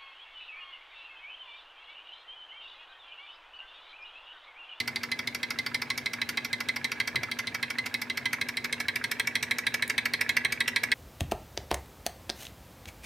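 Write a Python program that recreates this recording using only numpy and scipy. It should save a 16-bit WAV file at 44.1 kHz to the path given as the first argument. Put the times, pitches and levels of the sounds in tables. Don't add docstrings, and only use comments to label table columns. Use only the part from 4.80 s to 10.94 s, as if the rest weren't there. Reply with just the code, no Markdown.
import sys
import numpy as np
from scipy import signal
from scipy.fft import rfft, irfft, next_fast_len
from scipy.io import wavfile
from scipy.ndimage import map_coordinates

SR = 44100
rng = np.random.default_rng(int(sys.argv[2]) if len(sys.argv) > 2 else 0)


def unload_wav(signal):
    wavfile.write(
        sys.argv[1],
        SR,
        np.round(np.clip(np.atleast_2d(signal).T, -1, 1) * 32767).astype(np.int16),
    )


N = 270774

# mode in Hz, t60 in seconds, relative level in dB under a knock, the same under a tick,
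# and change in dB from side-on to head-on.
FRAME_MODES = [(453, 0.13, -34, -40.5, 13.5), (836, 0.25, -23.5, -19, -17), (933, 0.24, -21.5, -26, 0),
               (983, 0.19, -20, -18, -1.5), (1098, 0.08, -13.5, -13, -3), (1317, 0.042, -13.5, -4, -2),
               (1445, 0.065, -20, -4, -7), (1625, 0.069, -7.5, -11, 6.5), (1720, 0.049, -11, -5.5, 11.5),
               (1815, 0.11, -7.5, -13, 0), (1954, 0.05, -6.5, -8, 13), (2051, 0.13, 7.5, 1.5, -10.5),
               (2154, 0.053, 5.5, -0.5, 1.5), (2267, 0.072, -3, 2.5, 2), (2318, 0.034, -6.5, -2, 8),
               (2542, 0.27, -19.5, -44, 2), (2553, 0.036, -5, -7, 5.5), (2737, 0.054, -27, -12.5, 9),
               (3231, 0.067, -11, -11.5, -1.5), (3336, 0.072, -23.5, -36, 9.5),
               (3560, 0.07, -12, -11.5, -9), (3783, 0.076, -15, -16.5, 3.5), (3972, 0.02, 5.5, -25, -3),
               (4114, 0.045, -4.5, -9, -4), (4614, 0.039, -4, 3, -22), (5060, 0.016, 4, 11.5, -51),
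               (5300, 0.085, -20, -9, -23), (5683, 0.024, -9.5, -5, -4)]
# frequency in Hz, relative density in dB per Hz.
KNOCK_COLOUR = [(60, -55), (200, -14), (450, -6), (750, -4.5), (1400, -4), (2100, 8), (2900, 2), (4000, 1),
                (5600, -6), (7200, -16.5), (8700, -12.5), (11500, -14.5), (14500, -24), (16500, -41)]
TICK_COLOUR = [(60, -55), (200, -32), (450, -8), (750, -5.5), (1400, -6), (2100, 6), (3200, -2), (4200, -2),
               (5500, 2), (7200, -10.5), (9000, -11.5), (12500, -8.5), (14500, -10.5), (16500, -51)]
# time in seconds, relative level in dB.
KNOCK_FORCE_CURVE = [(0, -1), (0.47, -1.5), (1.15, 0.5), (1.55, 0.8), (2.04, 1.8), (2.35, 2), (2.52, -5),
                     (2.68, -4.5), (2.97, 3.5), (3.29, -2), (3.46, 1.5), (3.61, 1), (3.779, -1), (4.15, -1),
                     (4.55, 1.5), (5.3, -1.5), (6.14, 2.5)]
# time in seconds, relative level in dB.
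TICK_FORCE_CURVE = [(0, -1.5), (0.6, -1.6), (1.2, -2.5), (2.1, 0), (3.2, -1), (3.5, 2.5), (3.7, 0.5),
                    (4.45, 3), (4.79, -3.5), (4.95, 1.5), (5.4, 0.5), (5.57, 4), (5.8, -3), (6.14, 6)]
# time in seconds, relative level in dB.
TREBLE_CURVE = [(0, 0.3), (1.3, 1.2), (2.0, -0.2), (2.55, -1.25), (3.8, -0.7), (4.4, 1), (5.3, 3),
                (6.14, 2.5)]
# time in seconds, speed in turns a second.
FLYWHEEL_SPEED = [(0, 6.357), (1.9, 6.372), (2.55, 6.381), (3.3, 6.365), (6.14, 6.409)]
# delay in seconds after the crank's knock angle, relative level in dB,
# centre of the excited modes in Hz.
PIN_TAPS = [(.053, -7.5, 2100), (0.069, -10, 1810), (0.112, -9, 2080), (.126, -3.5, 1580),
            (.148, -9.5, 1600)]
# time in seconds, level in dB before trim and approach gain.
RUB_LEVEL = [(0, -53), (2.65, -49), (3.2, -51.5), (4, -52.5), (4.55, -51), (5.1, -53), (6.14, -50.5)]
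# frequency in Hz, relative density in dB per Hz.
RUB_SPECTRUM = [(500, -10.5), (1000, 2.5), (1220, -37), (1500, 3.5), (1700, 14.5), (1820, -34), (2200, -14),
                (2450, 4), (3000, -10.5), (3900, -3.5), (6000, -38), (9000, -45), (15000, -49)]
# mode in Hz, t60 in seconds, relative level in dB.
BASE_MODES = [(106.2, 0.34, -11), (114, 0.48, 1), (126, 0.16, -3), (229, 0.16, 0.5), (254, 0.62, -5.5),
              (374, 0.11, 2.5), (422, 0.043, 3.5)]
# frequency in Hz, relative density in dB per Hz.
PURR_SPECTRUM = [(40, -32), (75, 0), (180, -12), (270, -6), (320, -17), (440, -0.5), (560, -13.5),
                 (900, -18), (2000, -46)]
# start in seconds, relative level in dB.
SNAP_TIMES = [(5.079, -27.5)]
# start in seconds, relative level in dB.
BUMP_TIMES = [(2.344, -41), (5.647, -46)]
# frequency in Hz, relative density in dB per Hz.
SNAP_SPECTRUM = [(2000, -20), (5500, -6.5), (10000, 5), (15000, -4)]
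THUMP_SPECTRUM = [(30, -14), (70, -1), (135, 14.5), (200, -9), (400, 5.5), (900, -46)]
CLACK_SPECTRUM = [(80, -14), (300, -1), (700, 9), (1350, 9), (2000, -10), (5000, -35)]
# frequency in Hz, relative density in dB per Hz.
AIR_SPECTRUM = [(25, -50), (48, -34), (62, -14), (100, -1), (135, 2), (165, -9), (192, -10), (250, 2.5),
                (310, -5.5), (400, -4), (600, -7.5), (1200, -11), (4000, -22.5), (15000, -38)]
# frequency in Hz, rms level
# in dB before the stereo balance.
HUM_TONES = [(239.5, -51.5), (291, -64.5), (178, -69)]
# time in seconds, position from 0 side-on to 1 head-on and close.
VIEWPOINT = [(0, 0.034), (3.4, 0.38), (4.5, 1), (6.14, 1)]
# time in seconds, gain in dB.
APPROACH_GAIN = [(0, 1), (3.3, 1), (4.3, 1.5), (5.4, 6), (6.14, 4)]
# frequency in Hz, t60 in seconds.
ROOM_DECAY = [(200, 0.1), (2000, 0.28), (5000, 0.21), (12000, 0.16)]
# frequency in Hz, left-right correlation.
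STEREO_LIKENESS = [(25, .65), (70, 0.96), (150, 0.91), (300, 0.75), (600, 0.57), (2000, 0.89),
                   (12000, 0.81)]
# frequency in Hz, left minus right in dB.
STEREO_BALANCE = [(100, 3), (250, 2.5), (600, 1), (1400, -2.5), (2500, -2.1), (5000, -1.1), (12000, 0)]

TOP_HZ = 16400
LEAD = 512
AGE = (np.arange(8192) - LEAD) / SR
AFTER = np.maximum(AGE, 0)
TIME = np.arange(N) / SR
FIRST_KNOCK_S = 0.0019
TICK_ANGLE = 0.479
KNOCK_JITTER_S, TICK_JITTER_S = 0.0001, 0.0004
FORCE_SCATTER_DB = 0.83
TREBLE_FOLLOWS = 0.19
BASE_NEAR = 0.51


def linkage():
    _, _, knock_db, tick_db, _ = np.transpose(FRAME_MODES)
    knock_rows = blows(0, KNOCK_JITTER_S, KNOCK_FORCE_CURVE)
    tick_rows = blows(TICK_ANGLE, TICK_JITTER_S, TICK_FORCE_CURVE)
    knocks = contacts(knock_rows, knock_db, KNOCK_COLOUR, crack=1.4, clash_db=-10.5, clash_t60=0.05,
                      scrape=0.3, scrape_s=0.002, rise_s=0.0028, hold_s=0.019, chatter_db=1.0,
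                      ring_db=-30, treble_db=-33.0)
    ticks = contacts(tick_rows, tick_db, TICK_COLOUR, crack=0.5, clash_db=-5.0, clash_t60=0.047,
                     scrape=0.74, scrape_s=0.0021, rise_s=0.0015, hold_s=0.022, chatter_db=2.5,
                     ring_db=-32.5, treble_db=-36.5)
    return knocks + ticks


def contacts(rows, mode_db, colour, crack, clash_db, clash_t60, scrape, scrape_s, rise_s, hold_s,
             chatter_db, ring_db, treble_db):
    track = np.zeros((2, N))
    slide = scrape * (AGE < 0) * np.exp(-(AGE / scrape_s) ** 2)
    impact = crack * fade(0.004)
    for s, low_db, high_db in rows:
        chatter = uneven((AGE - AGE[0]) * 700, chatter_db)
        envelope = impact + (slide + fade(clash_t60)) * chatter
        clash = clash_of(colour, s) * envelope
        frame = frame_ring(s, mode_db, scatter_db=2.5, rise_s=rise_s, hold_s=hold_s)
        x = frame + amp(clash_db) * clash / strength(clash)
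        low = filtered(x, lambda hz: 1 / (1 + (hz / 3000) ** 16))
        high = x - low
        blow = amp(ring_db + low_db) * low / strength(low)
        blow = blow + amp(treble_db + high_db) * high / strength(high)
        add(track, s, in_room(blow, wet_db=-13))
    return track


def frame_ring(s, mode_db, scatter_db, rise_s, hold_s, detune=0.003):
    hz, t60, _, _, head_on_db = np.transpose(FRAME_MODES)
    level, shift = rng.standard_normal((2, len(hz)))
    db = mode_db + head_on_db * at(VIEWPOINT, s) + scatter_db * level
    x = ring(hz * (1 + detune * shift), t60, db, rng.uniform(0, 2 * np.pi, len(hz)))
    spread = 1 - np.exp(-AFTER / rise_s)
    x = x * spread / np.sqrt(1 + (AFTER / hold_s) ** 6)
    return x / strength(x)


def clash_of(colour, s, ripple_db=3, ripple_hz=420, glint_hz=8600, glint_db=5.0):
    def response(hz):
        glint = amp(glint_db * at(VIEWPOINT, s) * np.exp(-((hz - glint_hz) / 800) ** 2))
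        return uneven(hz / ripple_hz, ripple_db) * glint
    return filtered(noise(colour, len(AGE)), response)


def blows(angle, jitter_s, force):
    s = strokes(angle)
    late, harder, brighter = rng.standard_normal((len(s), 3)).T
    force_db = at(force, s) + FORCE_SCATTER_DB * harder
    treble_db = TREBLE_FOLLOWS * force_db + FORCE_SCATTER_DB * brighter
    return np.transpose([s + jitter_s * late, at(APPROACH_GAIN, s) + force_db, at(TREBLE_CURVE, s) + treble_db])


def turns():
    return np.cumsum(at(FLYWHEEL_SPEED, TIME)) / SR - FIRST_KNOCK_S * at(FLYWHEEL_SPEED, 0)


def strokes(angle):
    crank = turns()
    return np.interp(np.arange(angle, crank[-1]), crank, TIME)


def pins(side_db=-44, head_on_db=-38, octaves=0.68):
    track = np.zeros((2, N))
    hz, _, _, tick_db, _ = np.transpose(FRAME_MODES)
    for s in strokes(0):
        level_db = side_db + (head_on_db - side_db) * at(VIEWPOINT, s)
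        for delay, db, centre_hz in PIN_TAPS:
            mode_db = tick_db / 2 - 6 * (np.log2(hz / centre_hz) / octaves) ** 2
            tap = frame_ring(s, mode_db, scatter_db=6.5, rise_s=0.00055, hold_s=0.016)
            tap_s = s + delay + rng.normal(0, 0.001227)
            add(track, tap_s, amp(level_db + db + rng.normal(0, 2.4)) * tap)
    return track


def piston(level_db=-3, swing_db=2, stick_db=4.0, stick_rate=130):
    speed = np.cos(4 * np.pi * (turns() - 0.37))
    knots = rng.standard_normal(int(N * stick_rate / SR) + 4)
    stick = map_coordinates(knots, [TIME * stick_rate])
    rub = unit(amp(stick_db * stick) * noise(RUB_SPECTRUM, N))
    return amp(at(RUB_LEVEL, TIME) + at(APPROACH_GAIN, TIME) + level_db + swing_db * speed) * rub


def base(level_db=-51.5, rise_s=0.0049):
    track = np.zeros((2, N))
    hz, t60, db = np.transpose(BASE_MODES)
    for angle, push_db in ((0, 0), (TICK_ANGLE, -3)):
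        for s in strokes(angle):
            thud = ring(hz, t60, db + 2 * rng.standard_normal(len(hz)), np.zeros(len(hz)))
            thud = thud * (1 - np.exp(-(AFTER / rise_s) ** 2))
            gain_db = level_db + push_db + BASE_NEAR * at(APPROACH_GAIN, s)
            add(track, s, amp(gain_db) * thud / strength(thud))
    return track


def bearings(side_db=-66, head_on_db=-56):
    level_db = side_db + (head_on_db - side_db) * at(VIEWPOINT, TIME)
    return amp(level_db) * noise(PURR_SPECTRUM, N)


def strays():
    track = np.zeros((2, N))
    for s, db in SNAP_TIMES:
        snap = noise(SNAP_SPECTRUM, len(AGE)) * fade(0.0064)
        add(track, s, in_room(amp(db) * snap, wet_db=-8))
    for s, db in BUMP_TIMES:
        thump = noise(THUMP_SPECTRUM, len(AGE)) * fade(0.56)
        clack = noise(CLACK_SPECTRUM, len(AGE)) * fade(0.067)
        onset = 1 - np.exp(-AFTER / 0.0017)
        add(track, s, amp(db) * (thump + 2.6 * clack) * onset)
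    return track


def room_tone(air_db=-49.0):
    hum = np.zeros(N)
    for hz, db in HUM_TONES:
        hum += amp(db) * np.sqrt(2) * np.sin(2 * np.pi * (hz * TIME + rng.random()))
    return amp(air_db) * noise(AIR_SPECTRUM, N) + hum


def in_room(x, wet_db):
    hz, t, z = signal.stft(rng.standard_normal((2, len(AGE))), SR, nperseg=256)
    decay = np.exp(-np.log(1000) * t / along(ROOM_DECAY, hz)[:, None])
    tail = signal.istft(z * decay, SR, nperseg=256)[1]
    tail = tail + 0.24 * tail[::-1]
    wet = signal.fftconvolve(x, amp(wet_db) * tail / np.sqrt(np.sum(tail[0] ** 2)), axes=1)
    wet[:, :x.shape[-1]] += x
    return wet


def noise(colour, size):
    def mid_and_side(hz):
        turn = np.arccos(np.clip(along(STEREO_LIKENESS, hz), -1, 1)) / 2
        return amp(along(colour, hz)) * [np.cos(turn), np.sin(turn)]
    mid, side = filtered(rng.standard_normal((2, size)), mid_and_side)
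    return unit(np.array([mid + side, mid - side]))


def ring(hz, t60, db, phase):
    t = np.float32(AFTER)
    speed, decay, start = np.float32([2 * np.pi * hz, np.log(1000) / t60, phase])[:, :, None]
    gain = np.float32(amp(db))[:, None]
    modes = gain * np.sin(speed * t + start) * np.exp(-decay * t)
    return (AGE >= 0) * modes.sum(0)


def fade(t60):
    return (AGE >= 0) * np.exp(-np.log(1000) * AFTER / t60)


def uneven(position, depth_db):
    knots = rng.standard_normal(int(position[-1]) + 4)
    return amp(depth_db * map_coordinates(knots, [position]))


def add(track, s, sound):
    start = round(s * SR) - LEAD
    a, b = max(start, 0), min(start + sound.shape[-1], N)
    if b > a:
        track[:, a:b] += sound[..., a - start:b - start]


def filtered(x, response):
    size = x.shape[-1]
    m = next_fast_len(size + 2048)
    return irfft(rfft(x, m) * response(np.fft.rfftfreq(m, 1 / SR)), m)[..., :size]


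def along(points, hz):
    f, v = np.transpose(points)
    return np.interp(np.log(hz + 1), np.log(f + 1), v)


def at(rows, s):
    return np.interp(s, *np.transpose(rows))


def strength(x):
    return np.sqrt(np.mean(x[..., LEAD:LEAD + SR // 50] ** 2) + 1e-20)


def unit(x):
    return x / np.sqrt(np.mean(x ** 2) + 1e-20)


def amp(db):
    return 10 ** (np.asarray(db) / 20)


def scene():
    x = linkage() + pins() + base() + piston() + bearings() + strays() + room_tone()
    return filtered(x, lambda hz: amp(np.outer([0.5, -0.5], along(STEREO_BALANCE, hz))))


def record(dry, low_cut_hz=38):
    def response(hz):
        low_cut = hz ** 2 / np.hypot(hz ** 2, low_cut_hz ** 2)
        return low_cut * (hz < TOP_HZ)
    return filtered(dry, response)


dry = scene()
out = record(dry)
unload_wav(out)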